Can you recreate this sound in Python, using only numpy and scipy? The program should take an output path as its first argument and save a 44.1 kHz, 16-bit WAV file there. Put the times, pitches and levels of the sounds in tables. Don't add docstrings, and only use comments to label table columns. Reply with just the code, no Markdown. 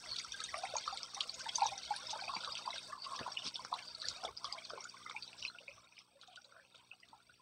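import sys
import numpy as np
from scipy import signal
from scipy.fft import rfft, irfft
from scipy.io import wavfile
from scipy.ndimage import uniform_filter1d, map_coordinates

SR = 44100
rng = np.random.default_rng(int(sys.argv[2]) if len(sys.argv) > 2 else 0)


def generate_wav(signal):
    frames = np.transpose(np.atleast_2d(signal))
    scaled = np.clip(frames, -1, 1) * 32767
    pcm = np.round(scaled).astype(np.int16)
    wavfile.write(sys.argv[1], SR, pcm)


N = 326781
TIME = np.arange(N) / SR

# time in seconds, level in dB.
WASH_LEVEL = [(0, -74.5), (1.7, -75), (2.6, -73.5), (3.0, -74), (4.2, -76.5), (5.0, -75.5), (5.5, -76),
              (5.9, -89), (7.41, -87.5)]
# frequency in Hz, gain in dB.
WASH_COLOUR = [(60, -19.5), (140, 2), (300, 9), (600, 7.5), (1300, -14), (1850, -15), (2500, -11),
               (4600, -11), (6000, -7), (7300, -9), (8300, 13), (9200, -20), (10200, -24.5), (13000, -33)]
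# frequency in Hz, gain in dB.
BUZZ_COLOUR = [(60, -16), (120, 2), (240, 1), (300, -2.5), (360, -4), (450, -3), (1000, -43), (7000, -50),
               (10500, -24.5), (13000, -38.5), (15200, -25)]
# crest in seconds, level in dB.
RUMBLE_BUMPS = [(.08, -68), (.32, -69), (.52, -67), (.72, -68), (.92, -69), (1.35, -74), (1.7, -67.5),
                (1.87, -72), (2.1, -70), (2.3, -73), (2.5, -71), (2.72, -73), (2.92, -74), (3.22, -68),
                (3.45, -74), (3.65, -75), (3.92, -75), (4.1, -65), (4.3, -68), (4.48, -74), (4.73, -74),
                (5.03, -79), (5.22, -77), (5.45, -71), (5.75, -72), (6.8, -87), (7.13, -85), (7.32, -80)]
# frequency in Hz, gain in dB.
RUMBLE_COLOUR = [(20, -27), (40, -13.5), (60, 5), (90, -2), (130, 1.5), (220, -33.5), (500, -35.5)]
# frequency in Hz, gain in dB.
HISS_COLOUR = [(30, -11.5), (100, 14), (1000, -0.5), (1900, -8), (2500, 13), (3000, 5), (5500, -10),
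               (7300, -16), (7750, -5), (8250, 15), (8800, 0), (9600, -12.5), (10500, -6), (13000, -14),
               (15300, -4.5)]
# crest in seconds, level in dB, length in seconds.
THUDS = [(2.37, -55, 0.019), (3.213, -47.5, 0.022), (3.467, -50.5, 0.021), (3.64, -64, 0.025),
         (4.09, -67, 0.065), (4.26, -65, 0.047), (4.74, -65, 0.04), (5.46, -78, 0.093), (7.1, -71, 0.038)]
# frequency in Hz, gain in dB.
THUD_COLOUR = [(30, -20), (90, -6), (220, 7.5), (400, -2.5), (600, -14.5), (1200, 0.5), (2000, -15),
               (4000, -31), (12000, -90)]
# time in seconds, level in dB.
FOAM_LEVEL = [(0, -61.5), (2.3, -63.5), (2.9, -66.5), (3.4, -65.5), (4.7, -67), (5.4, -71), (6.0, -86),
              (7.41, -86)]
# time in seconds, level in dB.
THREAD_LEVEL = [(0, -53.5), (.9, -58.5), (1.1, -51.5), (1.5, -51), (2.3, -57), (2.7, -61), (2.95, -53),
                (3.2, -59), (3.7, -56), (4.2, -56), (4.6, -64), (5.3, -68), (5.8, -96), (7.41, -96)]
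# frequency in Hz, width in Hz before widening, mean level in dB.
POCKET_TONES = [(2127, 100, 7), (3210, 180, -10.5), (3775, 220, 8), (4590, 280, 16), (5330, 400, 0.5),
                (5700, 210, -7)]
# frequency in Hz, gain in dB.
FILM_COLOUR = [(400, -2.5), (1200, -13), (1850, -3.5), (2300, -20.5), (4500, -1.5), (6000, -5.5),
               (7350, -2), (8300, 1.5), (9200, -8.5), (10000, -18), (10700, -19), (12500, -26),
               (15000, -26)]
# time in seconds, big-bubble level in dB, small-bubble level in dB.
FLOW = [(0, -59, -51), (.3, -61.5, -47.5), (.9, -61.5, -47.5), (1.35, -54.5, -54), (1.6, -60, -45.5),
        (2.2, -53, -48.5), (2.65, -59, -49), (2.9, -58.5, -54.5), (3.15, -53, -51), (3.6, -60, -55.5),
        (4.15, -57.5, -52), (4.7, -62, -56.5), (5.1, -75.5, -57), (5.4, -61, -58), (5.7, -69.5, -62),
        (6.0, -74, -71.5), (6.4, -71.5, -68), (7.41, -81, -69)]
# middle in seconds, change of level in dB.
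LULLS = [(.29, -2.5), (1.09, -3), (1.32, -4), (1.819, -3), (2.99, -8), (3.51, -3), (3.682, -3.5),
         (3.95, -3.5), (4.343, -9), (4.91, -0.5), (5.54, -3), (6.08, -1.5), (6.98, -2.5)]
# frequency in Hz, gain in dB.
BABBLE_COLOUR = [(1300, -1), (1600, -3.5), (1850, -7), (2150, 0), (2600, 2), (2900, -2.5), (3500, 4.5)]
# frequency in Hz, width in Hz, gain in dB.
HOLLOWS = [(2194, 77, -1), (2530, 220, -2.5), (3270, 71, -13.5), (3774, 280, -1.5), (4655, 150, 1.5),
           (4786, 120, -1), (5300, 220, -2.5), (5710, 130, 6.5), (7750, 3000, 10), (10300, 240, 6.5)]
# frequency in Hz, gain in dB.
FIZZ_COLOUR = [(1200, 3.5), (1850, -20), (2150, -5), (2800, -2), (3600, 5), (4600, 4.5), (5100, -2.5),
               (5750, -3.5), (6300, -6.5), (7350, -1), (8300, -5.5), (9200, -3), (10200, -16), (12500, -33)]
# frequency in Hz, width in Hz, gain in dB.
GAPS = [(538, 240, -3), (730, 160, -9.5), (985, 176, 3), (1368, 34, 5.5), (1730, 140, -11)]
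# frequency in Hz, gain in dB.
GURGLE_COLOUR = [(200, -49), (400, -4.5), (600, 0), (850, -2), (1200, 3.5), (1500, 1.5), (1850, -3.5),
                 (2400, -43.5)]
# crest in seconds, spray level in dB, length in seconds, droplet pitch in Hz.
SPLASHES = [(0.19, -39, 0.012, 4470), (0.452, -49, 0.0033, 5950), (1.24, -48, 0.0087, 2560),
            (1.346, -43.5, 0.0097, 4900), (1.398, -40, 0.0086, 5300), (1.492, -36, 0.0088, 3860),
            (1.663, -46.5, 0.012, 5200), (1.853, -49, 0.049, 4020), (1.967, -50, 0.022, 4480),
            (2.113, -40.5, 0.024, 4670), (2.427, -45, 0.04, 3920), (2.758, -42.5, 0.032, 4230),
            (3.048, -43, 0.013, 3740), (3.158, -45.5, 0.023, 3820), (3.47, -37, 0.039, 4360),
            (3.789, -43, .012, 2760), (3.89, -53, 0.0097, 4500), (4.014, -54, .003, 4430),
            (4.094, -46.5, 0.059, 4660), (4.451, -54, .01, 3200), (4.668, -53, 0.022, 4400),
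            (5.395, -51.5, 0.027, 3800), (5.772, -63, 0.025, 2630), (5.988, -61.5, 0.054, 3200),
            (6.232, -57.5, 0.024, 3900), (6.327, -59.5, 0.042, 3170), (6.75, -53, 0.0057, 3050),
            (6.793, -62.5, 0.029, 3080)]
# frequency in Hz, gain in dB.
SPRAY_COLOUR = [(800, -19), (1400, -4.5), (1850, -16), (2400, 2), (3600, 1), (5500, -8), (7300, -13),
                (8500, -9), (10200, -28), (12500, -41)]
# start in seconds, length in seconds, first pitch in Hz, last pitch in Hz,
# level in dB.
RUNS = [(0.573, 0.13, 687, 760, -52), (1.16, 0.044, 960, 1170, -54), (2.197, .15, 4800, 4600, -53),
        (2.277, 0.074, 1110, 1080, -52), (2.428, .09, 1310, 1190, -50.5), (2.654, 0.042, 900, 710, -45),
        (3.05, .13, 1150, 1050, -52.5), (3.592, 0.098, 2140, 2340, -63), (3.77, .06, 1890, 1390, -61),
        (3.776, 0.055, 2230, 2120, -62), (4.229, .06, 480, 400, -59), (4.445, 0.033, 1160, 1110, -46.5),
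        (4.496, 0.067, 1190, 1017, -51.5), (4.52, 0.065, 820, 660, -54), (4.49, .03, 2080, 2080, -53),
        (4.699, 0.074, 664, 500, -55.5), (4.71, .07, 430, 380, -60), (4.775, 0.039, 1060, 950, -54.5),
        (4.758, 0.067, 2420, 2070, -57.5), (4.81, .07, 1290, 1480, -58), (4.99, .035, 1110, 1200, -56.5),
        (5.051, .075, 1320, 1280, -55), (5.068, 0.052, 2130, 2250, -62), (5.149, 0.029, 877, 920, -52),
        (5.382, 0.093, 5500, 5430, -51.5), (5.723, 0.072, 5750, 5700, -64), (5.764, .04, 1170, 1100, -71),
        (5.961, 0.064, 5000, 5440, -65), (6.283, .06, 760, 700, -66), (6.439, .17, 516, 550, -67.5),
        (6.519, .08, 1380, 1620, -66), (6.543, .04, 664, 630, -66), (6.787, 0.06, 1020, 930, -68),
        (7.137, .04, 900, 870, -70)]
# start in seconds, pitch in Hz, level in dB, ring time in seconds.
BUBBLES = [(.059, 1290, -50, 0.0042), (.059, 2010, -44, .004), (0.196, 6546, -38, .002),
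           (.246, 5500, -38, .0025), (.159, 3940, -36, 0.0026), (0.1635, 3570, -31, 0.0013),
           (0.186, 4660, -30, 0.0021), (0.199, 2190, -37.5, 0.0028), (0.2452, 1330, -40.5, 0.0064),
           (0.32, 5670, -35, 0.003), (0.321, 3575, -34.5, 0.0032), (0.335, 1594, -43.5, 0.017),
           (0.4037, 4250, -30, 0.0012), (0.395, 1288, -43.5, 0.017), (0.415, 1630, -40, 0.0054),
           (0.4393, 6350, -31, 0.0016), (0.4383, 8268, -37.5, 0.0024), (0.488, 1930, -40, 0.0053),
           (0.5401, 1190, -32.5, 0.0064), (0.5401, 670, -39, 0.0069), (0.542, 2130, -29.5, 0.0016),
           (.566, 650, -42, 0.009), (.58, 9000, -38.5, 0.00096), (.594, 705, -45.5, 0.0095),
           (.6335, 762, -33, 0.0094), (.648, 837, -35.5, 0.0041), (0.653, 2150, -35.5, 0.0024),
           (.676, 744, -60, 0.01), (.699, 748, -52, 0.038), (0.7365, 598, -33.5, 0.007),
           (0.7538, 928, -29, 0.0053), (0.7657, 6510, -26, 0.0031), (.767, 5630, -39, 0.0026),
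           (0.78, 4370, -33, 0.0061), (0.86, 1040, -48, 0.0061), (0.878, 4480, -32, 0.0014),
           (0.8763, 1236, -26.5, 0.0057), (.922, 790, -40, 0.011), (0.9735, 4060, -28.5, 0.001),
           (.973, 7600, -44, 0.0018), (1.0317, 5300, -27.5, 0.0011), (1.133, 1180, -49, 0.0065),
           (1.146, 5740, -32, 0.0014), (1.164, 808, -44.5, 0.014), (1.167, 2067, -45, 0.0034),
           (1.23, 6700, -43, .002), (1.341, 6840, -40, 0.0021), (1.457, 1750, -40.5, 0.0036),
           (1.489, 2120, -41, 0.0052), (1.645, 6500, -40, .002), (1.1753, 1090, -41.5, 0.005),
           (1.2068, 3200, -21.5, 0.0013), (1.208, 4260, -24, 0.0012), (1.211, 1200, -42, 0.0064),
           (1.294, 4490, -29.5, 0.0032), (1.403, 1534, -44.5, 0.0093), (1.4604, 910, -36, 0.01),
           (1.478, 920, -48, 0.0043), (1.49, 3350, -36, 0.0057), (1.556, 6170, -22, 0.0027),
           (1.5572, 4840, -34, 0.0036), (1.58, 954, -31.5, 0.0097), (1.606, 2330, -41, .0025),
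           (1.606, 4430, -33, .002), (1.617, 831, -22, 0.0088), (1.626, 873, -23.5, 0.0059),
           (1.6202, 2500, -34, 0.0022), (1.633, 4300, -33, 0.0016), (1.6553, 920, -26, 0.0065),
           (1.6657, 5850, -25, 0.0014), (1.673, 3440, -36, 0.0014), (1.716, 793, -37, 0.017),
           (1.7786, 5700, -32, 0.0014), (1.832, 4400, -40, 0.0027), (1.85, 4340, -41, 0.0042),
           (1.904, 837, -29, 0.011), (1.9366, 1573, -38.5, 0.0077), (1.9624, 9360, -38, 0.0016),
           (1.9635, 4470, -32, 0.0014), (2.068, 5230, -37.5, 0.0047), (2.094, 3467, -35.5, 0.0035),
           (2.1055, 4880, -30, 0.0012), (2.113, 6160, -36, 0.0022), (2.129, 843, -34, 0.0089),
           (2.1569, 585, -43, 0.0088), (2.158, 934, -41, 0.0063), (2.187, 1510, -42, 0.0089),
           (2.193, 2290, -42.5, 0.0037), (2.212, 4370, -36.5, 0.0035), (2.2184, 784, -38, 0.011),
           (2.2364, 2430, -39, 0.0048), (2.2783, 2520, -36.5, 0.0046), (2.278, 760, -43, 0.006),
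           (2.29, 1100, -34.5, 0.012), (2.336, 987, -34, 0.005), (2.337, 4430, -41, 0.002),
           (2.348, 4590, -33.5, 0.0057), (2.3629, 944, -33, 0.004), (2.3656, 2350, -33, 0.0023),
           (2.434, 1443, -40.5, 0.0078), (2.4463, 3800, -28.5, 0.0016), (2.474, 1174, -32, 0.0053),
           (2.52, 4900, -35.5, 0.0049), (2.5529, 3140, -30.5, 0.0015), (2.57, 2610, -35.5, 0.0027),
           (2.572, 3250, -37, 0.0021), (2.579, 5800, -37.5, 0.002), (2.59, 1210, -46.5, 0.011),
           (2.675, 1006, -28.5, 0.0046), (2.704, 3880, -34, 0.0047), (2.727, 2113, -39.5, 0.011),
           (2.737, 624, -44.5, 0.0075), (2.758, 1585, -41.5, 0.0073), (2.78, 3710, -34, 0.0037),
           (2.897, 1052, -44, 0.0081), (2.92, 1727, -43, 0.0078), (2.9265, 1160, -36, 0.0083),
           (2.949, 1180, -46, 0.0061), (2.976, 1036, -46, 0.0087), (3.062, 1114, -40, 0.0099),
           (3.118, 1055, -35.5, 0.0073), (3.132, 1090, -35.5, 0.006), (3.162, 5550, -37.5, 0.0022),
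           (3.179, 1140, -43, 0.0057), (3.189, 1730, -39, 0.0045), (3.192, 3470, -35, 0.0012),
           (3.193, 1034, -40.5, .006), (3.2124, 533, -37, 0.0032), (3.23, 2660, -41, .003),
           (3.2622, 1020, -31.5, 0.0074), (3.277, 826, -33.5, 0.0028), (3.3195, 5530, -38, 0.005),
           (3.371, 2850, -26, 0.0028), (3.388, 3540, -38, 0.0057), (3.42, 2980, -38, 0.0032),
           (3.466, 5280, -31.5, .0013), (3.542, 5320, -35.5, 0.0034), (3.5567, 3500, -27.5, 0.002),
           (3.5922, 1000, -39, 0.0061), (3.649, 1310, -33, 0.0012), (3.649, 5300, -33, 0.001),
           (3.714, 740, -40.5, 0.018), (3.726, 1024, -25.5, 0.0046), (3.739, 4000, -29.5, 0.0014),
           (3.791, 4360, -44, 0.0026), (3.948, 4430, -35, 0.0033), (4, 4470, -38, .002),
           (4.018, 4060, -29, 0.0015), (4.026, 1330, -43, 0.0031), (4.0398, 1724, -39.5, 0.0088),
           (4.053, 4430, -31.5, 0.0024), (4.058, 1420, -47, 0.0076), (4.085, 4320, -23.5, 0.0012),
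           (4.085, 5500, -28, 0.0015), (4.084, 7100, -31, 0.0029), (4.163, 4600, -40, 0.002),
           (4.2316, 750, -39.5, 0.007), (4.236, 1360, -42.5, 0.0063), (4.238, 5320, -37.5, 0.0021),
           (4.2475, 710, -31.5, 0.0037), (4.251, 3410, -31.5, 0.0035), (4.266, 816, -44, 0.012),
           (4.276, 475, -45.5, 0.0068), (4.285, 1107, -44.5, 0.0083), (4.368, 4920, -43, .0025),
           (4.3735, 4980, -32.5, 0.0018), (4.4435, 1140, -31.5, 0.0041), (4.278, 2200, -44, .004),
           (4.444, 4800, -29.5, 0.0011), (4.4514, 3359, -34, 0.0029), (4.525, 4760, -28, 0.0019),
           (4.543, 1028, -44, 0.015), (4.566, 1550, -51, .005), (4.581, 2250, -41.5, 0.0041),
           (4.586, 3230, -43, .004), (4.62, 2300, -45.5, 0.0037), (4.65, 4240, -38.5, 0.0026),
           (4.698, 5120, -38, 0.0032), (4.704, 1273, -35.5, 0.0025), (4.733, 527, -40, 0.0047),
           (4.733, 1400, -43.5, 0.0055), (4.776, 1017, -38.5, 0.0033), (4.806, 5580, -39, 0.0028),
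           (4.841, 6900, -38.5, 0.0029), (4.851, 1433, -42.5, 0.008), (4.94, 1086, -46, 0.0075),
           (4.896, 5580, -44, 0.0022), (4.967, 2200, -49.5, 0.0032), (4.969, 1510, -53, .008),
           (5.061, 1273, -40.5, 0.0052), (5.063, 2060, -42.5, 0.0065), (5.0974, 1180, -39.5, 0.003),
           (5.097, 3520, -38, 0.0013), (5.111, 2190, -39.5, 0.003), (5.109, 1440, -45, 0.0031),
           (5.1463, 874, -43.5, 0.0098), (5.1629, 2390, -32, 0.0045), (5.168, 990, -51, 0.0052),
           (5.225, 4370, -34, 0.00077), (5.2297, 4400, -35.5, 0.0016), (5.276, 3850, -41.5, 0.0039),
           (5.3303, 2550, -41.5, 0.0014), (5.425, 2890, -35, 0.0034), (5.424, 3830, -39.5, 0.0038),
           (5.45, 2580, -28, 0.0029), (5.45, 4680, -35, 0.0015), (5.466, 2980, -38, 0.0022),
           (5.475, 4100, -39.5, 0.0098), (5.499, 1420, -45, 0.0033), (5.547, 1440, -47, 0.0059),
           (5.5856, 2730, -39, 0.0023), (5.6025, 560, -52.5, 0.012), (5.68, 2450, -36, 0.0035),
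           (5.681, 555, -53, 0.014), (5.714, 2520, -48, 0.004), (5.779, 1160, -54.5, 0.007),
           (5.871, 2400, -56, 0.0035), (5.923, 2460, -53, .003), (5.969, 2860, -49, .002),
           (5.9798, 2430, -43, 0.0021), (5.9887, 5180, -49, 0.0027), (6.15, 562, -58.5, 0.022),
           (6.213, 4020, -46, 0.0015), (6.233, 1370, -49.5, 0.0025), (6.275, 3730, -48, 0.0013),
           (6.2764, 740, -54.5, 0.019), (6.358, 7600, -50, 0.0008), (6.359, 3080, -44, 0.002),
           (6.3726, 1460, -47, 0.0072), (6.417, 5650, -55, .003), (6.445, 3980, -49.5, 0.0034),
           (6.522, 1400, -50.5, 0.0036), (6.564, 1500, -48.5, 0.003), (6.596, 1670, -50.5, 0.0043),
           (6.649, 2640, -55, 0.0029), (6.743, 1374, -56, 0.0059), (6.745, 544, -59, 0.0066),
           (6.7567, 3740, -52, 0.0034), (6.827, 969, -61, 0.0066), (6.913, 2620, -40, 0.0056),
           (6.933, 790, -59, 0.0059), (6.92, 1378, -60, .006), (7.001, 4850, -55, 0.0027),
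           (7.029, 2000, -51.5, 0.0063), (7.032, 2820, -52.5, .004), (7.086, 3650, -54, 0.002),
           (7.2, 1400, -60, 0.0064), (7.1292, 910, -46, 0.0061), (7.2926, 1456, -54.5, 0.01),
           (7.34, 2670, -56.5, 0.0022), (7.394, 1026, -61, 0.012)]
# frequency in Hz, gain in dB.
ROCK_COLOUR = [(1550, 0), (1830, -2), (2050, -0.5), (6700, 0), (7300, -7.5), (7900, 0)]

TOP_HZ = 15600
BUZZ_HZ = 60.1
RUMBLE_S, RUMBLE_FLOOR_DB = 0.079, -90
FOAM_HZ, FOAM_WIDTH_HZ = 5460, 720
POCKET_SWAY_S = 0.0028
LULL_HALF_S = 0.1
RIPPLE_PER_S, RIPPLE_DB = 11, -0.18
BABBLE_DB = -10
BIG_BELOW_HZ, FINE_ABOVE_HZ = 1850, 3000
SPRAY_WIDTH = 0.63
DROP_SPREAD_OCTAVES, DROP_CYCLES = 0.95, 10
RUN_PER_S, RUN_SPREAD_OCTAVES, RUN_CYCLES = 170, 0.2, 8.89
MATE_SPREAD_OCTAVES, MATE_DB = 0.461, -19
MATE_LEAD_S, MATE_SPAN_S = 0.0095, 0.04


def undb(db):
    return 10 ** (np.asarray(db) / 20)


def unit(x):
    return x / np.sqrt(np.mean(x ** 2))


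def curve(table, axis=1):
    rows = np.array(table)
    return np.interp(TIME, rows[:, 0], rows[:, axis])


def colour(x, points):
    size = 4096
    hz, db = np.transpose(points)
    grid = np.maximum(np.fft.rfftfreq(size, 1 / SR), 1)
    gain_db = np.interp(np.log(grid), np.log(hz), db)
    cepstrum = irfft(np.log(undb(gain_db)))
    cepstrum[1:size // 2] *= 2
    cepstrum[size // 2 + 1:] = 0
    impulse = irfft(np.exp(rfft(cepstrum)))
    return signal.fftconvolve(x, impulse)[:N]


def noise(points):
    return unit(colour(rng.standard_normal(N), points))


def add(track, seconds, sound):
    start = int(np.clip(seconds * SR, 0, N - 1))
    track[start:start + len(sound)] += sound[:N - start]


def swells(table):
    power = np.zeros(N)
    for s, db, length in table:
        age = np.arange(-1.5 * length, 1.5 * length, 1 / SR)
        add(power, s + age[0], undb(db) ** 2 * np.exp(-(2 * age / length) ** 2))
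    return np.sqrt(power)


def walk(rate):
    hold = int(SR / rate)
    steps = np.repeat(rng.standard_normal(N // hold + 1), hold)
    slewed = uniform_filter1d(uniform_filter1d(steps, hold), hold)
    return unit(slewed[:N])


def clicks(rate, spread_db):
    strength = np.minimum(rng.exponential(size=N), 3.5)
    present = rng.random(N) < rate / SR
    return unit(present * rng.choice([-1, 1], N) * undb(spread_db * strength))


def resonate(x, modes, direct_db):
    out = undb(direct_db) * x
    for hz, width, db in modes:
        out = out + undb(db) * signal.lfilter(*signal.iirpeak(hz, hz / width, fs=SR), x)
    return out


def twice(band, x):
    return signal.lfilter(*band, signal.lfilter(*band, x))


def ledge(x, lag_s=0.003, echo_db=-8):
    return x + undb(echo_db) * np.interp(TIME - lag_s, TIME, x, left=0)


def stones(spots, echo_db, t60):
    t = TIME[:SR // 8]
    out = spots.sum(axis=0)
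    for spot in spots:
        echoes = rng.standard_normal(len(t)) ** 3 * undb(-60 * t / t60) * (t > .002)
        echoes = echoes / np.linalg.norm(echoes)
        out = out + undb(echo_db) * signal.oaconvolve(spot, echoes)[:N]
    return out


def bubble(hz, ring, glide, neck=0.6, fade=0.66, roundness=1.24):
    age = np.arange(int(4 * ring * SR) + 2) / (ring * SR)
    attack = np.sin(np.pi / 2 * np.minimum(age / neck, 1)) ** 2
    decay = np.exp(-(np.maximum(age - neck, 0) / fade) ** roundness)
    pitch = hz * (1 + glide * np.tanh((age - neck) / 2))
    return attack * decay * np.sin(2 * np.pi * np.cumsum(pitch) / SR)


def swarm(rate, low_hz, high_hz, cycles, spread_db, glide, count=4):
    spots = np.zeros((count, N))
    chances = rng.random((int(rate * N / SR), 5))
    for k, (when, size, strength, damping, rise) in enumerate(chances):
        hz = low_hz * (high_hz / low_hz) ** size
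        db = -spread_db * np.log(1 - .95 * strength)
        ring = cycles * 2 ** (2 * damping - 1) / hz
        gain = undb(db) * np.sqrt(hz / low_hz)
        add(spots[k % count], when * N / SR, gain * bubble(hz, ring, glide * rise))
    return spots


def clusters(big, lead_s, settle_s, follow):
    power = np.zeros(N)
    age = TIME[:SR // 2] - .1
    shape = np.exp(np.minimum(age / lead_s, -age / settle_s))
    for s, hz, db, ring in BUBBLES:
        chosen = hz < BIG_BELOW_HZ if big else hz > FINE_ABOVE_HZ
        if chosen:
            add(power, s + age[0], (undb(follow * db) * shape) ** 2)
    return np.sqrt(power)


def lapping():
    lull_db = np.zeros(N)
    age = np.arange(-LULL_HALF_S, LULL_HALF_S, 1 / SR)
    for s, db in LULLS:
        add(lull_db, s - LULL_HALF_S, db * np.cos(np.pi / 2 * age / LULL_HALF_S) ** 2)
    return undb(lull_db + RIPPLE_DB * walk(rate=RIPPLE_PER_S))


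def wash(level_db):
    return noise(WASH_COLOUR) * undb(level_db + 1.0 + 1.0 * walk(rate=18))


def buzz(level_db):
    cycle = (BUZZ_HZ * TIME) % 1 - .5
    spikes = np.sinc(cycle * SR / BUZZ_HZ)
    hum = unit(colour(spikes - spikes.mean(), BUZZ_COLOUR))
    return hum * undb(-70.0 + 0.69 * (level_db + 73.0) + 0.9 * walk(rate=14))


def rumble():
    bumps = swells([(s, db, RUMBLE_S) for s, db in RUMBLE_BUMPS])
    return noise(RUMBLE_COLOUR) * np.hypot(bumps, undb(RUMBLE_FLOOR_DB))


def background():
    level_db = curve(WASH_LEVEL)
    dips = lapping() ** 0.5
    hiss = noise(HISS_COLOUR) * undb(-78.5)
    return dips * (wash(level_db) + buzz(level_db)) + rumble() + hiss


def thuds():
    return noise(THUD_COLOUR) * swells(THUDS)


def foam():
    bursts = clicks(rate=2500, spread_db=5)
    band = signal.iirpeak(FOAM_HZ, FOAM_HZ / FOAM_WIDTH_HZ, fs=SR)
    return unit(twice(band, bursts)) * undb(curve(FOAM_LEVEL) + 3.8 * walk(rate=70))


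def films():
    snaps = clicks(rate=700, spread_db=6)
    sizzle = stones(snaps[None], echo_db=-8, t60=0.008)
    return unit(colour(sizzle, FILM_COLOUR)) * undb(curve(THREAD_LEVEL) - 10)


def thread():
    drops = clicks(rate=3600, spread_db=9)
    tones = 0
    for hz, width, db in POCKET_TONES:
        band = signal.iirpeak(hz, hz / width / 1.2, fs=SR)
        tone = twice(band, drops)
        swayed_time = TIME + POCKET_SWAY_S * walk(rate=7)
        bent = map_coordinates(tone, [swayed_time * SR], mode="mirror")
        tones = tones + bent * undb(db + 9.2 * walk(rate=14))
    return unit(tones) * undb(curve(THREAD_LEVEL) - 3.5)


def babble():
    notes = swarm(rate=220, low_hz=1300, high_hz=3600, cycles=14, spread_db=4.5, glide=0.05)
    return unit(colour(notes.sum(axis=0), BABBLE_COLOUR)) * undb(curve(FLOW, axis=2) + BABBLE_DB)


def fizz():
    ticks = swarm(rate=1150, low_hz=1880, high_hz=6400, cycles=13, spread_db=5, glide=0.012)
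    patter = swarm(rate=1400, low_hz=1770, high_hz=10800, cycles=6, spread_db=8.5, glide=0.06)
    water = stones(unit(ticks) + undb(-6) * unit(patter), echo_db=-6, t60=0.05)
    ringing = resonate(ledge(water), HOLLOWS, direct_db=-11.0)
    steady = undb(curve(FLOW, axis=2) - 5.0)
    churn = undb(-24.5) * clusters(big=False, lead_s=0.0019, settle_s=0.012, follow=0.72)
    return unit(colour(ringing, FIZZ_COLOUR)) * np.hypot(steady, churn)


def gurgle():
    pockets = swarm(rate=300, low_hz=490, high_hz=1750, cycles=9, spread_db=4, glide=0.06)
    bubbles = stones(pockets, echo_db=-5, t60=0.081)
    ringing = resonate(bubbles, GAPS, direct_db=5.5)
    steady = undb(curve(FLOW, axis=1) - 2.5)
    churn = undb(-31.0) * clusters(big=True, lead_s=0.0097, settle_s=0.043, follow=0.8)
    return unit(colour(ringing, GURGLE_COLOUR)) * np.hypot(steady, churn)


def spray():
    mist = colour(resonate(clicks(rate=2600, spread_db=5.5), HOLLOWS, direct_db=9), SPRAY_COLOUR)
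    out = np.zeros(N)
    for s, db, length, hz in SPLASHES:
        banded = resonate(mist, [(hz, SPRAY_WIDTH * hz, 0)], direct_db=-10.5)
        out += unit(banded) * swells([(s, db, length)])
    return out


def droplets(count=14):
    out = np.zeros(N)
    chances = rng.random((len(SPLASHES), count, 3))
    for (s, db, length, hz), drops in zip(SPLASHES, chances):
        for k, (when, size, strength) in enumerate(drops):
            pitch = hz * 2 ** (DROP_SPREAD_OCTAVES * (size - .5))
            ring = DROP_CYCLES / pitch
            gain = undb(db + 10 * (strength - 1.0)) * np.sqrt(2 * length / (count * ring))
            start = s - ring + 1.3 * length * ((k + when) / count - .5)
            add(out, start, gain * bubble(pitch, ring, 0.057))
    return stones(out[None], echo_db=0.5, t60=0.037)


def splashes():
    return undb(-2.5) * droplets() + undb(-9) * spray()


def runs():
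    out = np.zeros(N)
    chances = rng.random((len(RUNS), 64, 3))
    for (s, length, first_hz, last_hz, db), chance in zip(RUNS, chances):
        count = int(np.clip(length * RUN_PER_S, 2, len(chance)))
        for k, (when, size, strength) in enumerate(chance[:count]):
            share = (k + when) / count
            centre_hz = first_hz + share * (last_hz - first_hz)
            pitch = centre_hz * 2 ** (RUN_SPREAD_OCTAVES * (size - .5))
            ring = RUN_CYCLES / pitch
            gain = undb(db + 5.6 * (strength - 1.0)) * np.sqrt(2 * length / (count * ring))
            add(out, s + share * length - ring / 2, gain * bubble(pitch, ring, 0.04, neck=0.86))
    return stones(out[None], echo_db=-10.5, t60=0.07)


def mates(count=5):
    out = np.zeros(N)
    chances = rng.random((len(BUBBLES), count, 3))
    for (s, hz, db, ring), group in zip(BUBBLES, chances):
        for k, (when, size, strength) in enumerate(group):
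            pitch = hz * 2 ** (MATE_SPREAD_OCTAVES * (size - .5))
            brevity = np.sqrt(min(ring * pitch / RUN_CYCLES, 1))
            gain = undb(db + MATE_DB + 6.5 * (strength - .5)) * brevity
            start = s - MATE_LEAD_S + MATE_SPAN_S * (k + when) / count
            add(out, start, gain * bubble(pitch, RUN_CYCLES / pitch, 0.078, neck=0.9))
    return out


def near_bubbles(count=6):
    big, small = np.zeros((2, count, N))
    chances = rng.random((len(BUBBLES), 3))
    for k, ((s, hz, db, ring), (rise, lag, size)) in enumerate(zip(BUBBLES, chances)):
        spot = (big if hz < BIG_BELOW_HZ else small)[k % count]
        add(spot, s, undb(db) * bubble(hz, ring, 0.048 * rise))
        daughter = bubble(hz * (.85 + 0.3 * size), ring, 0.08 * rise)
        add(spot, s + ring * (1.1 + 2 * lag), undb(db - 13.5) * daughter)
    return stones(big, echo_db=-7.0, t60=0.095) + stones(small, echo_db=-7.0, t60=0.058)


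def scene():
    bubbling = lapping() * (foam() + films() + thread() + babble() + fizz() + gurgle())
    water = thuds() + bubbling + splashes() + runs() + mates() + near_bubbles()
    return (background() + colour(water, ROCK_COLOUR))[None]


def record(dry):
    low_pass = signal.ellip(8, .2, 70, TOP_HZ, fs=SR, output="sos")
    return signal.sosfilt(low_pass, dry)


dry = scene()
out = record(dry)
generate_wav(out)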